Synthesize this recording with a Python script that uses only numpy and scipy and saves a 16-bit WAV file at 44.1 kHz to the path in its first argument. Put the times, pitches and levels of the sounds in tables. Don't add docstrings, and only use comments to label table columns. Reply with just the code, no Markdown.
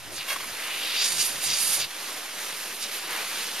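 import sys
import numpy as np
from scipy import signal
from scipy.fft import rfft, irfft, next_fast_len
from scipy.io import wavfile
from scipy.ndimage import uniform_filter1d, map_coordinates

SR = 44100
rng = np.random.default_rng(int(sys.argv[2]) if len(sys.argv) > 2 else 0)


def to_wav(s):
    ch = np.atleast_2d(s).T
    pcm = np.round(np.clip(ch, -1, 1) * 32767)
    wavfile.write(sys.argv[1], SR, pcm.astype(np.int16))


def natural_amplitude(level_db):
    exponent = np.asarray(level_db, float) / 20
    return 10 ** exponent


N = 158760


def unit(x):
    return x / np.sqrt(np.mean(x ** 2) + 1e-20)


def along(points, hz, below_db=None):
    f, v = np.transpose(points)
    return np.interp(np.log(hz + 1), np.log(f + 1), v, left=below_db)


def wobble(rate_hz):
    return map_coordinates(rng.standard_normal(200 * 4), [np.arange(N) * rate_hz / SR])


def filtered(x, response):
    m = next_fast_len(N + SR // 2)
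    return irfft(rfft(x, m) * response(np.fft.rfftfreq(m, 1 / SR)), m)[..., :N]


def grit(clump_rate_hz, clump_db, spike_db):
    size_db = spike_db * rng.exponential(size=N)
    size_db = size_db + clump_db * wobble(clump_rate_hz)
    size_db = size_db + clump_db * wobble(clump_rate_hz / 3) / 2
    return unit(rng.standard_normal((2, N)) * natural_amplitude(size_db))


def shaped(x, gain_db, patchy_db):
    hz, t, z = signal.stft(x, SR, nperseg=512)
    patches = uniform_filter1d(rng.standard_normal(z.shape[1:]), size=6, axis=0)
    patches = uniform_filter1d(patches, size=8, axis=1)
    z = z * natural_amplitude(gain_db(hz[:, None], t) + patchy_db * unit(patches))
    return signal.istft(z, nperseg=512)[1][:, :N]


def humps(rows, edge):
    t = np.arange(N) / SR
    envelopes = []
    for start_s, db, length_s in rows:
        ramp_s = edge * length_s
        inside_s = np.minimum(t - start_s + ramp_s, start_s + length_s + ramp_s - t)
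        rise = np.clip(inside_s / (2 * ramp_s), 0, 1)
        envelopes.append(natural_amplitude(db) * np.sin(np.pi / 2 * rise) ** 2)
    return envelopes


def slide():
    # (time [s], level [dB])
    pressure = [(0, -51), (.09, -50), (.3, -46), (.8, -44.5), (1.3, -44), (1.8, -44), (1.88, -47),
                (2.09, -43.3), (2.27, -46.7), (2.45, -43), (2.56, -45), (2.64, -43.5), (2.77, -46.3),
                (2.95, -44.5), (3.06, -45), (3.27, -43.2), (3.4, -41.5), (3.5, -43)]
    # (frequency [Hz], density [dB])
    snow_spectrum = [(70, -50), (120, -14.5), (350, -6.5), (1170, -3.5), (2600, -1.5), (5000, -4.5),
                     (7000, -5.5), (15000, -18.5)]
    hiss_over_pressure_db, spray_growth = 8, 0.27
    s, db = np.transpose(pressure)

    def push_db(t):
        return np.interp(t, s, db - db.mean())

    def colour_db(hz, t):
        treble = np.clip(np.log2(hz / 1000 + 1e-3), 0, 2) / 2
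        return along(snow_spectrum, hz) + spray_growth * push_db(t) * treble

    grains = grit(clump_rate_hz=150, clump_db=.6, spike_db=1.5)
    hiss = unit(shaped(grains, colour_db, patchy_db=1.1))
    level_db = db.mean() + hiss_over_pressure_db + push_db(np.arange(N) / SR)
    return hiss * natural_amplitude(level_db + 0.13 * wobble(17))


def wind():
    # (time [s], level [dB], length [s])
    puffs = [(0, -55.5, 0.21), (.33, -57.5, 0.23), (.63, -66, .04), (.76, -89, 0.086), (1.1, -55, 0.11),
             (1.22, -56, 0.19), (1.45, -48.5, .1), (1.57, -58.5, 0.11), (1.67, -56, .05), (1.76, -55, 0.12),
             (2.8, -97, .2), (3.1, -77, 0.032), (3.28, -82, .05), (3.48, -89, .12)]
    # (frequency [Hz], density [dB])
    rumble = [(15, -22), (30, -0.5), (60, -1.5), (140, 5), (300, -13)]
    noise = rng.standard_normal((2, N))
    air = unit(filtered(noise, lambda hz: natural_amplitude(along(rumble, hz, -34) - 60 * (hz > 400))))
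    lumps = unit(natural_amplitude(2.5 * np.array([wobble(30), wobble(30)])))
    return air * sum(humps(puffs, .2)) * lumps


def crunches():
    # (time [s], peak level [dB], length [s], hollow echo [s], tilt [dB per octave])
    heels = [
        (0.073, -56, 0.083, .0002, -9.5),
        (0.181, -33.5, 0.0034, .0002, 3.5),
        (.281, -32, .06, .00182, 2),
        (.358, -35, .012, .00093, -1),
        (0.397, -39.5, 0.021, .00093, 1),
        (0.432, -40, 0.018, .00093, 0.5),
        (0.517, -46, 0.052, .0002, 0),
        (2.916, -42, 0.075, 0.00025, 6.5),
        (3.087, -34, 0.14, 0.00029, 0),
    ]
    # (frequency [Hz], density [dB])
    crust = [(150, -30), (300, -9), (550, -6), (1100, -1), (2300, 0), (4000, -8), (7000, -15), (15000, -18)]
    echo_gain = .62
    grains = grit(clump_rate_hz=200, clump_db=1.1, spike_db=1.8)
    crumbs = unit(filtered(grains, lambda hz: natural_amplitude(along(crust, hz, -60))))

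    def hollow(hz, echo_s):
        gain = np.clip(echo_gain * (echo_s / .002) ** .3, 0, .9) * (echo_s > .0005)
        return 1 / (1 - gain * np.exp(-2j * np.pi * hz * echo_s))

    def tilt(hz, db_per_oct):
        return natural_amplitude(db_per_oct * np.log2(np.clip(hz, 300, 6000) / 2000))

    total = 0
    envelopes = humps([row[:3] for row in heels], edge=.3)
    for envelope, (_, _, _, echo_s, db_per_oct) in zip(envelopes, heels):
        total = total + filtered(crumbs * envelope, lambda hz: hollow(hz, echo_s) * tilt(hz, db_per_oct))
    return total


def swish():
    # (time [s], level [dB], rubbing speed [octaves over 1 kHz])
    strokes = [
        [(.11, -51, 3), (.165, -35.5, 2.66), (.205, -35.5, 1.48), (.25, -44.5, 1.2)],
        [(.42, -55, 0.82), (.6, -37, 1.13), (.77, -33.5, 1.4), (.96, -28.5, 1.76), (1.07, -26, 2.63),
         (1.14, -30, 2.8), (1.2, -25.5, 2.54), (1.272, -29, 3.05), (1.3, -38, 2.9)],
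        [(1.405, -39, 2.6), (1.435, -30, 3), (1.51, -28.5, 2.25), (1.56, -26.5, 2.54), (1.62, -27.5, 3),
         (1.77, -27, 2.95), (1.81, -29, 2.42), (1.85, -33, 1.6), (1.87, -56, 1.4)],
        [(2.78, -48, 3.7), (2.81, -36, 2.67), (2.835, -32, 2.54), (2.87, -45, 1.7)],
    ]
    # (frequency [Hz], width [Hz], gain [dB])
    folds = [(2760, 200, 4), (3760, 220, 6), (4720, 260, 8), (5700, 400, 3), (6950, 350, 5), (8550, 350, 3),
             (9400, 500, 3), (10450, 500, 4)]
    low_width_oct, high_width_oct, skirt_db = .5, .42, -12
    knee_oct, fast_rise_db = 1.53, 3.5
    s, db, speed_oct = np.transpose([(0, -90, 3)] + [row for stroke in strokes for row in stroke])

    def band_db(hz, t):
        octave = np.log2(hz / 1000 + 1e-3)
        top = np.interp(t, s, speed_oct)
        under = np.maximum(np.minimum(top, knee_oct) - octave, 0)
        over = np.maximum(octave - top, 0)
        peak = np.exp(-.5 * ((under / low_width_oct) ** 2 + (over / high_width_oct) ** 2))
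        peak = peak * natural_amplitude(fast_rise_db * np.maximum(octave - knee_oct, 0))
        skirt = natural_amplitude(skirt_db - 1.3 * under - 3 * over) * (hz > 300)
        g = peak + skirt
        return 20 * np.log10(g / np.sqrt(np.mean(g ** 2, axis=0)) + 1e-6)

    def fold_gain(hz):
        rings_db = sum(gain_db / (1 + (2 * (hz - f) / width) ** 2) for f, width, gain_db in folds)
        return natural_amplitude(rings_db - 2.5)

    grains = grit(clump_rate_hz=200, clump_db=1.04, spike_db=0.5)
    rub = unit(shaped(grains, band_db, patchy_db=0.56))
    rub = rub * natural_amplitude(np.interp(np.arange(N) / SR, s, db) + 1.27 * wobble(35.38))
    return filtered(rub, fold_gain)


def ports(pair):
    # (frequency [Hz], correlation [0-1])
    alike = [(100, 0.62), (300, 0.93), (1200, 0.91), (2500, 0.91), (6000, 0.68), (13000, 0.91)]
    # (frequency [Hz], left over right [dB])
    shade = [(300, 1.5), (3500, 0), (6500, -2.5), (9200, -9.5), (11400, -6), (14000, 1.5)]
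    # (frequency [Hz], left phase [rad])
    lead = [(300, -0.24), (3400, -0.37), (7200, -1.22), (10500, -0.44), (14500, -1.1)]

    def spread(hz):
        angle = np.arccos(np.clip(along(alike, hz), 0, 1)) / 2
        return np.array([np.cos(angle), np.sin(angle)])

    def left_right(hz):
        half = natural_amplitude(along(shade, hz) / 2) * np.exp(.5j * along(lead, hz))
        return np.array([half, 1 / half])

    mid, side = filtered(pair, spread)
    return filtered(np.array([mid + side, mid - side]), left_right)


def scene():
    low_cut_hz = 83
    snow = slide() + crunches() + swish()
    snow = filtered(snow, lambda hz: 1 / np.sqrt(1 + (low_cut_hz / (hz + 1)) ** 12))
    return ports(snow) + wind()


def top_cut(x):
    return signal.sosfilt(signal.butter(12, 15610, fs=SR, output="sos"), x)


def record(dry):
    # (frequency [Hz], gain [dB])
    capsule = [(5000, 2), (7600, 0), (8600, 2), (10300, 5.5), (12500, 8), (14800, -3)]
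    notch_hz, notch_width_hz, top_hz = 7880, 370, 15100
    dc_offset = .0023

    def response(hz):
        notch = (hz - notch_hz) / (hz - notch_hz - .5j * notch_width_hz)
        return natural_amplitude(along(capsule, hz)) * notch * (hz < top_hz)

    return top_cut(filtered(dry, response) + dc_offset)


dry = scene()
out = record(dry)
to_wav(out)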